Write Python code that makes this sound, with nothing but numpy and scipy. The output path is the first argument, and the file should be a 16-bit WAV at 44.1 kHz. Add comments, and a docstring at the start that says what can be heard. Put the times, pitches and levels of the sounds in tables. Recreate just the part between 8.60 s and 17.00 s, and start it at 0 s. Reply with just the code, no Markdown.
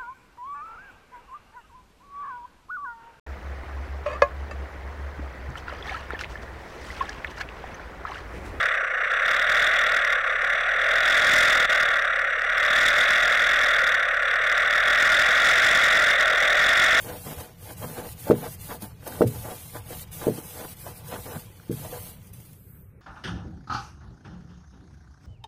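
"""A camera in a watertight case is towed under water behind a motor boat.
From the start the tow rig shudders 28-48 times a second: a motor-like drone of sines, rubbed resonances and squeals.
With each surge the drone quickens and swells; in each lull it slows, darkens and loses its rasp.
Now and then the hollow tone swells or fades, and the drone sags briefly; water hisses faintly throughout.
The microphone inside overloads on the surges, which adds a crackle to every strong shudder."""
import sys
import numpy as np
from scipy import signal
from scipy.io import wavfile

SR = 44100
rng = np.random.default_rng(int(sys.argv[2]) if len(sys.argv) > 2 else 0)


def persist_wave(psi):
    """Save psi, clipped to +-1, as 16-bit WAV."""
    counts = np.round(np.clip(psi, -1, 1) * 32767).astype(np.int16)
    wavfile.write(sys.argv[1], SR, np.atleast_2d(counts).T)


N = 370440
TIME = np.arange(N) / SR   # s
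CRUISE_RATE, CRUISE_DB = 40, -20   # shudders per s and drive level (dB) between surge and lull
SLACK_RATE = 10   # the shudder slows by this many per s on a fully slack line
START_TURNS = -0.22   # place in the shudder cycle at the start (cycles)


def from_db(db):
    """Decibels to gain."""
    return 10 ** (np.asarray(db) / 20)


def rms_one(x):
    """Scale to an rms of 1."""
    return x / np.sqrt(np.mean(x ** 2) + 1e-20)


def filtered(x, hz, kind, order=2):
    """Butterworth filter."""
    sections = signal.butter(order, hz, kind, fs=SR, output="sos")
    return signal.sosfilt(sections, x)


def slow_noise(rate_hz):
    """Random wander up to the given rate, rms 1; the filter runs in for a second first."""
    noise = rng.standard_normal(N + SR)
    return rms_one(filtered(noise, rate_hz, "low")[SR:])


def bumps(rows):
    """A smooth rise or dip in dB around each listed moment."""
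    return sum(db * np.exp(-((TIME - start) / length) ** 2) for start, length, db in rows)


def with_surge(swell_db, cruise_db, in_surge, in_lull):
    """A layer's level follows the swell, by one slope (dB per dB) above cruising and another below."""
    return cruise_db + in_surge * np.maximum(swell_db, 0) + in_lull * np.minimum(swell_db, 0)


def swing(turns, lag=0):
    """One smooth swing per shudder, highest at the lag (in cycles)."""
    return np.cos(2 * np.pi * (turns - lag))


def rubbed(modes, force):
    """Friction noise under a changing force rings each resonance; rms 1."""
    ringing = 0
    for centre_hz, width_hz, level_db in modes:
        friction = force * rng.standard_normal(N)
        band_hz = [centre_hz - width_hz / 2, centre_hz + width_hz / 2]
        ringing = ringing + from_db(level_db) * rms_one(filtered(friction, band_hz, "band"))
    return rms_one(ringing)


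def squeal(pitch_hz, jitter_hz, rough):
    """Friction keeps one resonance singing, unsteady in pitch but fairly even in strength; rms 1."""
    wavering_hz = pitch_hz + jitter_hz * slow_noise(90.2)
    angle = 2 * np.pi * np.cumsum(wavering_hz) / SR
    return rms_one(np.sin(angle) * (1 + rough * slow_noise(90.0)))


# the tow surges and slackens, joined by straight lines: (time_s, shudders_per_s, drive_level_db)
TOW_SURGES = [(0.0, 37.76, -21), (0.29, 28.4, -27), (0.68, 35.53, -21), (1.03, 41.93, -18.5),
              (1.51, 36.92, -21.5), (1.64, 33.49, -23.5), (2.09, 38.07, -22), (2.19, 41.02, -22),
              (2.77, 43.09, -15.5), (3.49, 34.97, -23), (3.74, 35.71, -24.5), (4.25, 39.98, -17.5),
              (4.89, 42.25, -19), (5.24, 37.99, -19.5), (5.52, 35.27, -23), (6.88, 44.64, -16.0),
              (7.16, 46.56, -16.5), (7.76, 39.8, -18.6), (8.4, 48.47, -16)]


def tow():
    """The pull of the boat sets the shudder rate and the drive level that the layers follow."""
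    time_s, rates, levels_db = np.transpose(TOW_SURGES)
    rate = np.interp(TIME, time_s, rates)
    drive_db = np.interp(TIME, time_s, levels_db)
    return rate, drive_db + 0.26 * slow_noise(5.2)   # the flow is never quite even


def rubbing_force(turns, slack, tension):
    """The rubbing follows the tension and, at cruising or slower, eases briefly once a cycle,
    more deeply on a slack line."""
    easing = np.abs((1 - swing(turns)) / 2) ** 9.2
    return from_db(0.93 * tension - (2.0 + 6.3 * slack) * easing)


def shake(turns, slack, swell_db):
    """The shudder itself shakes the case: a sine over a little flow rumble."""
    level_db = with_surge(swell_db, cruise_db=-49.0, in_surge=0.45, in_lull=0.55) - 1.2 * slack
    sine = np.sqrt(2) * swing(turns, lag=0.23)
    rumble = from_db(-5.5) * slow_noise(140)
    return from_db(level_db) * (sine + rumble)


# low resonances of the case, under the hollow tone: (centre_hz, width_hz, level_db)
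LOW_MODES = [(540, 135, -1), (617, 58, -1.5), (765, 105, -3.5)]
# the hollow tone swells or fades now and then: (centre_s, length_s, change_db)
HOLLOW_CHANGES = [(2.32, 0.07, 4), (3.12, .2, 2), (3.9, 0.15, -1.5), (7.72, 0.32, 2.5)]


def hollow(turns, slack, swell_db):
    """A wavering tone climbs as the line tightens in each shudder and falls back, over the low ring."""
    level_db = with_surge(swell_db, cruise_db=-34.0, in_surge=0.74, in_lull=0.68) + bumps(HOLLOW_CHANGES)
    sweep_hz = 66.2 * (1 + 0.5 * slack)
    pitch_hz = 624.7 - 39.97 * slack + sweep_hz * swing(turns, lag=0.015)
    tone = squeal(pitch_hz, jitter_hz=34.13, rough=0.21)
    ring = from_db(-3.0 - 2.0 * slack) * rubbed(LOW_MODES, 1)
    return from_db(level_db) * rms_one(filtered(tone + ring, 252, "high", order=4))


# main resonances of the case: (centre_hz, width_hz, level_db)
MAIN_MODES = [(1182, 152, -6.5), (1437.6, 234, 0.5), (1682, 247, 0.5)]


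def case_ring(drive_db, slack, force):
    """Rubbing rings the main resonances of the case; a steep high-pass clears what lies below them."""
    ringing = filtered(rubbed(MAIN_MODES, force), 960, "high", order=8)
    return from_db(drive_db - 4.0 + 3.4 * slack) * ringing


# higher resonances of the case, which grow faster with speed: (centre_hz, width_hz, level_db)
BRIGHT_CASE_MODES = [(1888, 280, 1), (2117, 231, -2.5)]


def bright_ring(drive_db, slack, tension, force):
    """The higher resonances ring hardest when each shudder pulls tight."""
    ringing = rubbed(BRIGHT_CASE_MODES, force * from_db(0.83 * tension))
    return from_db(drive_db - 5.0 - 1.05 * slack) * ringing


def singing(drive_db, slack, tension, force):
    """Friction also makes the two strongest resonances sing, a little higher under tension."""
    lower = force * squeal(1435 + 30 * tension, jitter_hz=54.95, rough=0.21)
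    upper = force * squeal(1885 + 40 * tension, jitter_hz=60.27, rough=0.21)
    lower = from_db(drive_db - 9.5) * rms_one(lower)
    upper = from_db(drive_db - 9.5 - 0.73 * slack) * rms_one(upper)
    return lower + upper


# middle resonances, stirred even by light rubbing: (centre_hz, width_hz, level_db)
MIDDLE_MODES = [(2449, 230, -2), (2773, 260, -3.5)]


def scuff(drive_db, slack, tension, force):
    """Rubbing stirs the middle resonances, pulsing more deeply on a slack line."""
    pulse = from_db((2.5 + 2.6 * slack) * tension)
    return from_db(drive_db - 17.0 - 0.7 * slack) * rubbed(MIDDLE_MODES, force * pulse)


# upper resonances, reached only by hard rubbing: (centre_hz, width_hz, level_db)
UPPER_MODES = [(2470, 1600, -0.5), (3473, 340, 9), (3720, 250, 2)]
# level at cruising (dB); slope (dB per dB of swell); flattening (dB per dB squared)
RASP_DB, RASP_PER_DB, RASP_BEND = -33, 2.2, 0.11


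def rasp(swell_db, tension, force):
    """Hard rubbing rasps on the upper resonances at each shudder and dies away quickly in a lull."""
    level_db = RASP_DB + RASP_PER_DB * swell_db - RASP_BEND * swell_db ** 2
    return from_db(level_db) * rubbed(UPPER_MODES, force * from_db(5.45 * tension))


# high resonances that the passing water keeps ringing: (centre_hz, width_hz, level_db)
HIGH_MODES = [(5200, 900, -7), (5800, 370, 5), (7850, 250, -3.5), (8100, 3300, -7.5)]


def fizz(drive_db, tension):
    """Passing water fizzes on the high resonances, pulsing with the tension."""
    return from_db(1.22 * drive_db - 27.5) * rubbed(HIGH_MODES, from_db(4.9 * tension))


def water_hiss():
    """Water hisses faintly past: steady noise with a gently softened top."""
    hiss = filtered(rng.standard_normal(N), 7000, "low", order=1)
    return from_db(-74) * rms_one(hiss)


# the drone sags briefly: (centre_s, length_s, change_db)
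DRONE_SAGS = [(0.483, 0.012, -3.5), (0.855, 0.045, -2), (1.624, 0.022, -2), (1.784, 0.028, -3),
              (3.074, 0.012, -13), (5.255, 0.018, -2.5), (7.58, 0.018, -3.5)]


def scene():
    """The shudder drives every resonance of the case; its own shake and the water hiss lie beneath."""
    rate, drive_db = tow()
    swell_db = drive_db - CRUISE_DB
    turns = np.cumsum(rate) / SR + START_TURNS
    slack = (CRUISE_RATE - rate) / SLACK_RATE   # above 0 when the tow slows, below 0 in a surge
    tension = swing(turns) + 0.1715 * slow_noise(19.1)   # no two shudders are equally hard
    force = rubbing_force(turns, slack, tension)

    drone = hollow(turns, slack, swell_db)
    drone = drone + case_ring(drive_db, slack, force)
    drone = drone + bright_ring(drive_db, slack, tension, force)
    drone = drone + singing(drive_db, slack, tension, force)
    drone = drone + scuff(drive_db, slack, tension, force)
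    drone = drone + rasp(swell_db, tension, force)
    drone = drone + fizz(drive_db, tension)
    sagging = drone * from_db(bumps(DRONE_SAGS))
    mix = sagging + shake(turns, slack, swell_db) + water_hiss()
    return mix[None]


CUTOFF_HZ = 15800


def record(dry):
    """The microphone clips hard, slightly unevenly; the treble is lifted and the top cut steeply."""
    clipped = np.clip(dry, -0.197, 0.203)
    bright = clipped + 0.23 * filtered(clipped, 12400, "high", order=1)
    top_cut = signal.ellip(10, 0.1, 90, CUTOFF_HZ, fs=SR, output="sos")
    return signal.sosfilt(top_cut, bright)


dry = scene()
out = record(dry)
persist_wave(out)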